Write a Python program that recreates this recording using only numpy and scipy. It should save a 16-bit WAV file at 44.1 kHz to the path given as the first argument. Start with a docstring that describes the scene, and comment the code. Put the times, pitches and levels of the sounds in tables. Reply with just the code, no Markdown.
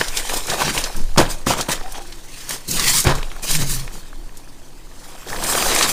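"""Shifting about in a fabric hunting stand

Someone shifts about inside a small fabric-walled stand in the woods, close to the microphone.
Filtered noise and tiny ringing grains make the cloth and dry debris swish, crumple, slip and snap.
Decaying sine waves make knocks thud on the platform; rough wavering tones make the frame scrape,
squeak and groan, a dragged wall panel judder, and a thin whistle sound in the treble.
Low noise rocks the stand, and a faint steady noise is the hush of the woods."""
import sys
import numpy as np
from scipy import signal
from scipy.fft import rfft, irfft, next_fast_len
from scipy.io import wavfile
from scipy.ndimage import uniform_filter1d, map_coordinates

SR = 44100
rng = np.random.default_rng(int(sys.argv[2]) if len(sys.argv) > 2 else 0)


def dump(signal):
    """Clip the signal to [-1, 1] and save it as 16-bit WAV at the path in sys.argv[1]."""
    limited = np.clip(np.atleast_2d(signal).T, -1, 1)
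    pcm = np.round(limited * 32767).astype(np.int16)
    wavfile.write(sys.argv[1], SR, pcm)


N = 261072  # length in samples
T = np.arange(N) / SR  # time in seconds


def gain_of(db):
    """Turns decibels into a factor."""
    return 10 ** (np.asarray(db) / 20)


def evened(x):
    """Scales a sound to an average (rms) strength of 1."""
    return x / np.sqrt(np.mean(x ** 2) + 1e-20)


def steadied(x, order):
    """Evens out swells longer than order samples."""
    return x / np.sqrt(uniform_filter1d(x ** 2, order) + 1e-6)


def add(mix, s, sound):
    """Lays a sound into the mix, starting at s seconds."""
    part = mix[max(round(s * SR), 0):][:len(sound)]
    part += sound[:len(part)]


def colour(x, points):
    """Filters x by a curve of (Hz, dB) points, then scales it to rms 1."""
    hz, db = np.transpose(points)
    size = next_fast_len(len(x))
    f = np.fft.rfftfreq(size, 1 / SR)
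    curve_db = np.interp(np.log(f + 1), np.log(hz), db)
    return evened(irfft(rfft(x, size) * gain_of(curve_db), size)[:len(x)])


def wander(per_s):
    """Drifts at random between per_s new values a second, of about unit size."""
    knots = np.arange(0, T[-1] + 1, 1 / per_s)
    return np.interp(T, knots, rng.standard_normal(len(knots)))


def swell(start, rise, hold, fall_db_per_s):
    """The power of one movement, 0-1: it builds, holds and dies away."""
    t = T - start
    build = np.clip(t / rise, 0, 1) ** 2
    falling_s = np.clip(t - rise - hold, 0, 2)
    return build * 10 ** (-fall_db_per_s * falling_s / 10)


def grains(per_s, spread_db, low_hz, high_hz, cycles, count=24):
    """Countless tiny creases give way, each ringing for a cycle or so at one of count pitches."""
    happens = rng.random(N) < per_s / SR
    kind = rng.integers(0, count, N)
    strength_db = spread_db * np.minimum(rng.exponential(1, N), 3.5)
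    push = gain_of(strength_db) * rng.choice([-1, 1], N) * happens
    out = np.zeros(N)
    for k, hz in enumerate(np.geomspace(low_hz, high_hz, count)):
        r = np.exp(-hz / (cycles * SR))  # how much of the ringing is left after one sample
        turn = 2 * np.pi * hz / SR
        resonator = [1, -2 * r * np.cos(turn), r * r]
        out += (1 - r) * signal.lfilter([1, 0, -1], resonator, push * (kind == k))
    return evened(out)


def burst(hz, decay, rise, octaves, skirt_db):
    """A cluster of tiny breaks: noise in a broad hump of pitch that starts fast and dies away."""
    t = np.arange(4096) / SR
    f = np.fft.rfftfreq(len(t), 1 / SR) + 1
    hump = np.exp(-.5 * (np.log2(f / hz) / octaves) ** 2)
    hump += gain_of(skirt_db) * f / (f + hz) / np.hypot(1, f / 9000)  # weak treble above the hump
    noise = irfft(rfft(rng.standard_normal(len(t))) * hump * 10)
    shape = (1 - np.exp(-t / rise)) ** 2 * np.exp(-t / decay)
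    return steadied(noise, order=130) * shape / shape.max()


def patchy(x, tilt, patchy_db, patch_hz, patch_s):
    """Folds form and vanish, each with a passing resonance; tilt is a curve of dB per octave."""
    hz, t, z = signal.stft(x, SR, nperseg=512)
    field = rng.standard_normal((300, 2000))
    where = np.meshgrid(hz / patch_hz, t / patch_s, indexing="ij")
    folds = evened(map_coordinates(field, where, order=1, mode="mirror"))
    depth_db = patchy_db / np.hypot(1, hz / 7000)[:, None]  # high resonances overlap and even out
    tilt_db = np.log2(np.clip(hz, 2000, 13000) / 6500)[:, None] * np.interp(t, T, tilt)
    return signal.istft(z * gain_of(tilt_db + depth_db * folds), SR, nperseg=512)[1][:N]


def stick_slip(rows, jitter, flutter_db, octave_db):
    """A rubbed part catches and slips, singing one rough, unsteady note."""
    s, hz, db = np.transpose(rows)
    pitch = np.interp(T, s, hz) * (1 + jitter * wander(150))
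    angle = 2 * np.pi * np.cumsum(pitch) / SR
    note = np.sin(angle) + gain_of(octave_db) * np.sin(2 * angle)
    level_db = np.interp(T, s, db) + flutter_db * wander(70)
    return note * gain_of(level_db) * (T > s[0]) * (T < s[-1])


def movement():
    """Adds strokes to the fidgeting; gives sliding, crumpling and wall levels in dB, and brightness."""
    # Slight shifting that goes on between the strokes, before the trims of each sound.
    # Each row: time in seconds, sliding level in dB, crumpling level in dB.
    fidget = [(0.0, -31, -35.5), (.8, -35.5, -45), (.93, -38.5, -37), (1.1, -44.5, -48.5), (1.42, -48, -50),
              (1.8, -42.5, -39.5), (2.26, -45.5, -51), (2.42, -36, -49.5), (2.63, -44, -51),
              (3.19, -41.5, -43), (3.34, -45.5, -43.5), (3.85, -42.5, -44), (4.12, -51.5, -52),
              (4.88, -51, -54), (5.08, -44.5, -44.5), (5.92, -57, -36)]
    # Strokes of an arm or the body, before the trims of each sound.
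    # Each row: start in seconds, rise in seconds, hold in seconds, sliding level in dB,
    # crumpling level in dB, drumming of the wall in dB, brightness in dB per octave.
    strokes = [(0.0, 0.0012, 0.0053, -31.5, -27.5, -26.5, -7), (0.16, 0.0099, 0.02, -22.5, -34, -43, -1.5),
               (0.287, 0.0092, .08, -27.5, -29, -40, 1.5), (0.465, 0.03, 0.045, -28, -26, -31.5, -2),
               (0.558, 0.046, 0.023, -25.5, -23, -31, -2), (0.626, 0.024, 0.056, -28, -39, -25, -5),
               (0.719, 0.054, 0.013, -22, -25, -30.5, -1), (0.821, 0.011, 0.045, -36, -31.5, -45, 0),
               (0.949, .015, 0.045, -45, -58, -30, 5), (1.173, 0.0037, 0.026, -22, -14, -11, -1.5),
               (1.236, 0.021, 0.027, -41, -33, -32, 2), (1.286, 0.019, 0.011, -27.5, -40, -48, 0),
               (1.461, 0.01, 0.023, -22, -42, -19.5, -2.5), (1.487, 0.011, 0.027, -23, -23, -22.5, -4),
               (1.547, 0.039, 0.021, -27, -25, -30, -1), (1.683, 0.0048, 0.0065, -26, -21.5, -23.5, 3),
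               (1.69, 0.024, 0.014, -21.5, -29, -39, -2), (1.927, 0.023, .03, -42.5, -35.5, -51, -3),
               (2.462, 0.047, 0.035, -28.5, -35.5, -40.5, -0.5),
               (2.673, 0.015, 0.068, -24, -41.5, -28, 2.5), (2.73, 0.055, 0.098, -22.5, -32.5, -33, -1.3),
               (2.817, 0.052, 0.045, -18.5, -37, -31, .5), (2.906, 0.036, 0.056, -16, -40, -31.5, 1),
               (3.037, 0.027, 0.044, -27.5, -19, -19.5, -4), (3.132, 0.023, 0.03, -42, -29.5, -33, 0),
               (3.419, 0.011, 0.019, -27.5, -36, -38, 2), (3.448, 0.063, 0.043, -19, -34.5, -34.5, 0.5),
               (3.57, 0.036, 0.021, -24.5, -31.5, -29, -0.5), (3.651, 0.046, 0.051, -24, -55, -35.5, 2.5),
               (3.756, 0.017, .025, -33, -52, -41, -1.5), (3.915, 0.029, 0.036, -38.5, -46, -40.5, 1),
               (5.254, 0.058, 0.14, -35.5, -30.5, -36, 3), (5.37, 0.14, 0.18, -22, -23.5, -34, 2.5),
               (5.663, 0.052, 0.14, -19.5, -23, -37, -2.5), (5.856, 0.023, 0.032, -22, -28.5, -30.5, 1.5)]
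    # fall in dB per second: folds settle slowest, the wall's drumming stops first
    slide_fall, crumple_fall, wall_fall = 370, 316, 470
    fidget_wall_db, fidget_brightness = -49.5, -1.24  # brightness in dB per octave

    s, slide_db, crumple_db = np.transpose(fidget)
    slide = gain_of(np.interp(T, s, slide_db)) ** 2  # levels add up as powers
    crumple = gain_of(np.interp(T, s, crumple_db)) ** 2
    wall = gain_of(fidget_wall_db) ** 2
    bright = fidget_brightness * slide
    for start, rise, hold, slide_db, crumple_db, wall_db, brightness in strokes:
        stroke = gain_of(slide_db) ** 2 * swell(start, rise, hold, slide_fall)
        slide = slide + stroke
        bright = bright + brightness * stroke
        crumple = crumple + gain_of(crumple_db) ** 2 * swell(start, rise, hold, crumple_fall)
        wall = wall + gain_of(wall_db) ** 2 * swell(start, rise, hold, wall_fall)
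    # the stronger movement decides the brightness
    return 10 * np.log10(slide), 10 * np.log10(crumple), 10 * np.log10(wall), bright / slide


def sliding(level_db, brightness, grain_share=0.38, flutter_db=2.0, trim_db=-0.2):
    """Weave rasps over weave in uneven surges; each stroke has its own brightness."""
    # Spectrum of rubbed cloth. Each row: pitch in Hz, level in dB.
    spectrum = [(300, -37), (1000, -8.5), (2000, -3), (3000, -3.5), (4500, -1), (6000, -0.5), (9200, -1),
                (11000, -7.5), (15500, -9)]
    creases = grains(per_s=5000, spread_db=2.5, low_hz=1003, high_hz=16600, cycles=1.75)
    rasp = grain_share * creases + (1 - grain_share) * rng.standard_normal(N)
    hiss = patchy(colour(rasp, spectrum), brightness, patchy_db=3.0, patch_hz=220.4, patch_s=.05)
    return hiss * gain_of(level_db + trim_db + flutter_db * wander(70))


def crumpling(level_db, clump_db=2.0, press_db=-20, trim_db=-0.5):
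    """Folds buckle in clumps of dull crackles, which merge into a solid crunch under pressure."""
    # Spectrum of buckling folds. Each row: pitch in Hz, level in dB.
    spectrum = [(80, -18), (200, -7), (300, -3.5), (430, -1), (540, 0.5), (700, 2.5), (850, 0.5),
                (1100, -2.5), (1500, -2.5), (2200, -9), (3500, -9.5), (7000, -21), (15000, -40)]
    loose = grains(per_s=1500, spread_db=3.5, low_hz=179.7, high_hz=8500, cycles=1.74)
    loose = steadied(colour(loose, spectrum), order=1800)
    packed = colour(rng.standard_normal(N), spectrum)
    pressure = 1 / (1 + gain_of(2 * (press_db - level_db)))  # 0-1, half at press_db
    crackle = np.sqrt(1 - pressure) * loose + np.sqrt(pressure) * packed
    return crackle * gain_of(level_db + trim_db + clump_db * wander(110))


def panel(level_db, trim_db=-2.5):
    """The taut wall drums at its low resonance when it is rubbed."""
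    # Spectrum of the drumming wall. Each row: pitch in Hz, level in dB.
    spectrum = [(30, -25), (60, -6), (100, -9.5), (142, 0.5), (195, -5.5), (280, -9), (380, -14.5),
                (700, -29), (2000, -65)]
    drumming = steadied(colour(rng.standard_normal(N), spectrum), order=1500)
    return drumming * gain_of(level_db + trim_db)


def woods(level_db=-50):
    """The hush of the woods is steady noise, strongest in a few narrow pitch regions."""
    # Spectrum of the hush. Each row: pitch in Hz, level in dB.
    spectrum = [(24, -26), (40, -23.5), (103, 2.5), (200, -28), (277, -0.5), (554, -12), (956, -10.5),
                (1170, -18), (1320, -24), (15000, -28.5)]
    return gain_of(level_db) * colour(rng.standard_normal(N), spectrum)


def sway(rest_db=-33, trim_db=-2):
    """Each shift of weight rocks the stand, and the microphone with it."""
    # Shifts of weight. Each row: start in seconds, level in dB before the trim.
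    pushes = [(0.03, -21.5), (.27, -22.5), (.72, -24), (.94, -9.5), (1.72, -21.5), (2.72, -19.5),
              (3.04, -16.5), (3.48, -14), (4.1, -26.5), (5.28, -25.5), (5.6, -21)]
    # Spectrum of the rocking. Each row: pitch in Hz, level in dB.
    spectrum = [(5, -14.5), (11, -4), (19, -10.5), (25, -9.5), (36, -30), (60, -37.5), (100, -42.5),
                (300, -85)]
    power = gain_of(rest_db) ** 2  # a little rocking never stops
    for s, db in pushes:
        power = power + gain_of(db) ** 2 * swell(s, rise=0.045, hold=0.07, fall_db_per_s=38)
    rumble = steadied(colour(rng.standard_normal(N), spectrum), order=4000)
    return rumble * np.sqrt(power) * gain_of(trim_db)


def snaps(trim_db=1):
    """Single folds and twigs give way with a hollow pop."""
    # Each row: start in seconds, peak level in dB before the trim, centre pitch in Hz,
    # spread in octaves.
    snap_rows = [(0.0117, -9.5, 800, 1.35), (0.2504, -28, 710, 1.2), (0.295, -19, 1360, 1.1),
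                 (0.3372, -17.5, 770, 0.39), (0.5421, -18, 730, 0.73), (0.6102, -19, 870, 0.65),
                 (0.6183, -11, 1030, 0.7), (0.6788, -18.5, 765, 1.1), (0.7769, -13, 1930, 1),
                 (1.1617, -22, 790, 0.86), (1.1904, -9, 716, 0.82), (1.201, -14, 730, 0.9),
                 (1.2136, -7, 606, 0.33), (1.4679, -13, 610, 1), (1.5072, -8.5, 795, 0.36),
                 (1.536, -14.5, 1000, 0.29), (1.6917, -27, 800, 0.38), (1.776, -32, 1230, 1),
                 (1.811, -28, 786, 0.73), (1.8596, -31, 1440, 0.69), (1.981, -26.5, 600, 0.57),
                 (2.5071, -20, 1820, 2), (3.05, -18, 560, 1.2), (3.0698, -12, 1520, 1.2),
                 (3.095, -18, 470, 0.72), (3.1186, -17.5, 626, 0.72), (3.2286, -24, 1700, 1.04),
                 (3.3155, -29, 1400, 0.89), (3.364, -31, 1130, 0.44), (3.551, -17.5, 2420, 1),
                 (3.8775, -29, 1110, 1.3), (4.1297, -34.5, 700, 0.89), (4.292, -43, 1680, 0.6),
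                 (4.475, -43, 1210, 0.35), (5.3013, -28, 1580, 1.2), (5.329, -21, 1220, 0.64),
                 (5.551, -13, 880, 1.15), (5.624, -16.5, 1130, 1.3), (5.7607, -12.5, 2380, 1.1),
                 (5.81, -10, 1210, 0.86), (5.891, -15, 2580, 1.8)]
    out = np.zeros(N)
    for s, db, hz, octaves in snap_rows:
        pop = burst(hz, decay=0.0028, rise=0.00034, octaves=octaves, skirt_db=-25.5)
        add(out, s, gain_of(db + trim_db) * pop)
    return out


def flicks(trim_db=-1.0):
    """Caught cloth slips free with a short bright zip."""
    # Quick slips of cloth over cloth, each begun 1 ms before its listed time.
    # Each row: time in seconds, peak level in dB before the trim, centre pitch in Hz.
    flick_rows = [(0.0835, -21.5, 5200), (0.1719, -12.5, 4660), (0.47, -23.5, 6280), (0.5, -16, 4000),
                  (0.84, -15.5, 3900), (0.965, -28, 8100), (1.1811, -7.5, 4430), (1.6103, -15.5, 5430),
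                  (1.717, -16.5, 5900), (1.9223, -28.5, 7900), (2.1242, -30, 3670), (2.493, -19.5, 7200),
                  (2.7124, -14.5, 6460), (2.7961, -14, 5560), (2.881, -13.5, 4100), (3.003, -13, 8180),
                  (3.042, -18.5, 7000), (3.153, -25.5, 5400), (3.433, -28, 4470), (3.512, -14.5, 6930),
                  (4.372, -34, 7060), (5.4384, -18.5, 7200), (5.7487, -15, 7760), (5.7884, -15.5, 5310),
                  (5.8263, -9.5, 4300)]
    out = np.zeros(N)
    for s, db, hz in flick_rows:
        zip_sound = burst(hz, decay=0.0067, rise=0.00027, octaves=0.69, skirt_db=-27)
        add(out, s - .001, gain_of(db + trim_db) * zip_sound)
    return out


def scrape():
    """A short scrape against the frame sings one rough note as it catches and slips."""
    # Each row: time in seconds, pitch in Hz, level in dB.
    course = [(.57, 790, -45), (.6, 785, -25), (.622, 822, -22), (.64, 848, -31), (.69, 870, -34),
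              (.72, 880, -53)]
    return stick_slip(course, jitter=0.073, flutter_db=1.5, octave_db=-28)


def knocks():
    """A blow rings the platform's natural tones, the higher ones building up a little sooner."""
    # Knocks on the platform.
    # Each row: start in seconds, level in dB, brightness in dB per octave.
    blows = [(1.188, -15, 0), (1.21, -23, -3), (1.468, -26, -0.5), (1.502, -35, 7), (3.066, -16, -5.5),
             (3.101, -36, 3.5)]
    # Tones the platform rings with.
    # Each row: pitch in Hz, level in dB added to the blow's, time to fade by 60 dB in seconds.
    platform = [(63, 1.5, 0.078), (78, 15.5, 0.032), (102.4, -5, 0.21), (136.4, -3, 0.18), (173, -13, 0.1),
                (270, 0, 0.063), (350, 7.5, 0.075), (532, 3, 0.11), (568, 0, 0.13), (705, 3, 0.079),
                (810, 3, 0.06), (1335, -3.5, 0.13)]
    t = np.arange(SR // 2) / SR
    out = np.zeros(N)
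    for s, level_db, tilt in blows:
        for hz, db, t60 in platform:
            ring = np.sin(2 * np.pi * (hz * t + rng.random())) * (1 - np.exp(-2 * hz * t))
            ring_db = level_db + db + tilt * np.log2(hz / 200) - 60 * t / t60
            add(out, s, gain_of(ring_db) * ring)
    return out


def squeak():
    """The frame squeaks faintly as a rubbed part catches and slips."""
    # Each row: time in seconds, pitch in Hz, level in dB.
    course = [(1.78, 735, -65), (1.85, 753, -32), (1.91, 768, -46), (1.965, 781, -30.5), (2.02, 766, -50),
              (2.13, 715, -68)]
    return stick_slip(course, jitter=0.05, flutter_db=5.5, octave_db=-27)


def groans(edge_db=-16):
    """The settling frame groans low, each groan swelling and fading on one rough note."""
    # Each row: start in seconds, length in seconds, pitch in Hz, level in dB.
    groan_rows = [(2.0, 0.29, 330, -48), (4.18, .06, 334, -45)]
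    out = np.zeros(N)
    for s, length, hz, db in groan_rows:
        end_db = db + edge_db  # quieter at both ends
        course = [(s, hz, end_db), (s + length / 5, hz, db),
                  (s + length / 2, hz, db), (s + length, hz, end_db)]
        out += stick_slip(course, jitter=0.1, flutter_db=4, octave_db=-25)
    return out


def judder():
    """The dragged wall panel catches and slips on a low note, sinking as it slows."""
    # Each row: time in seconds, pitch in Hz, level in dB.
    course = [(3.49, 150.1, -44), (3.56, 149, -24), (3.63, 138.6, -20.5), (3.69, 143.2, -25),
              (3.8, 134.6, -30), (3.87, 131, -37)]
    return stick_slip(course, jitter=0.1423, flutter_db=2.5, octave_db=-16)


def whistle():
    """A thin, very faint tone wavers high in the treble."""
    # Each row: time in seconds, pitch in Hz, level in dB.
    course = [(5.03, 11900, -65), (5.1, 12450, -60), (5.13, 12600, -72), (5.2, 12800, -55),
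              (5.25, 13400, -52), (5.31, 12700, -68)]
    return stick_slip(course, jitter=.004, flutter_db=2, octave_db=-80)


def shelter(x, near_db=-16, near_t60=0.012, far_db=-21, far_t60=0.61):
    """Close walls answer at once; the trees return a weak, duller tail."""
    t = np.arange(SR // 2) / SR
    happens = (rng.random((2, len(t))) < 2000 / SR) * (t > .001)  # 2000 echoes a second
    near, far = rng.choice([-1, 1], (2, len(t))) * happens
    near = near * gain_of(-60 * t / near_t60)
    far = signal.lfilter([1], [1, -.6], far) * gain_of(-60 * t / far_t60)  # dulled
    echo = gain_of(near_db) * near / np.linalg.norm(near)
    echo += gain_of(far_db) * far / np.linalg.norm(far)
    return x + signal.oaconvolve(x, echo)[:N]


def scene():
    """Mixes the handling and the frame in their shelter with the sounds that get no echo."""
    slide_db, crumple_db, wall_db, brightness = movement()
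    cloth = sliding(slide_db, brightness) + crumpling(crumple_db) + panel(wall_db)
    handling = cloth + snaps() + flicks() + knocks()
    frame = scrape() + squeak() + groans()
    return (shelter(handling + frame) + woods() + sway() + judder() + whistle())[None]


def record(dry):
    """Clips whatever goes beyond full scale, then removes the treble above 15.5 kHz."""
    lowpass = signal.firwin(401, 15500, window=("kaiser", 9), fs=SR)
    return signal.oaconvolve(np.clip(dry, -1, 1), lowpass[None], "same")


dry = scene()
out = record(dry)
dump(out)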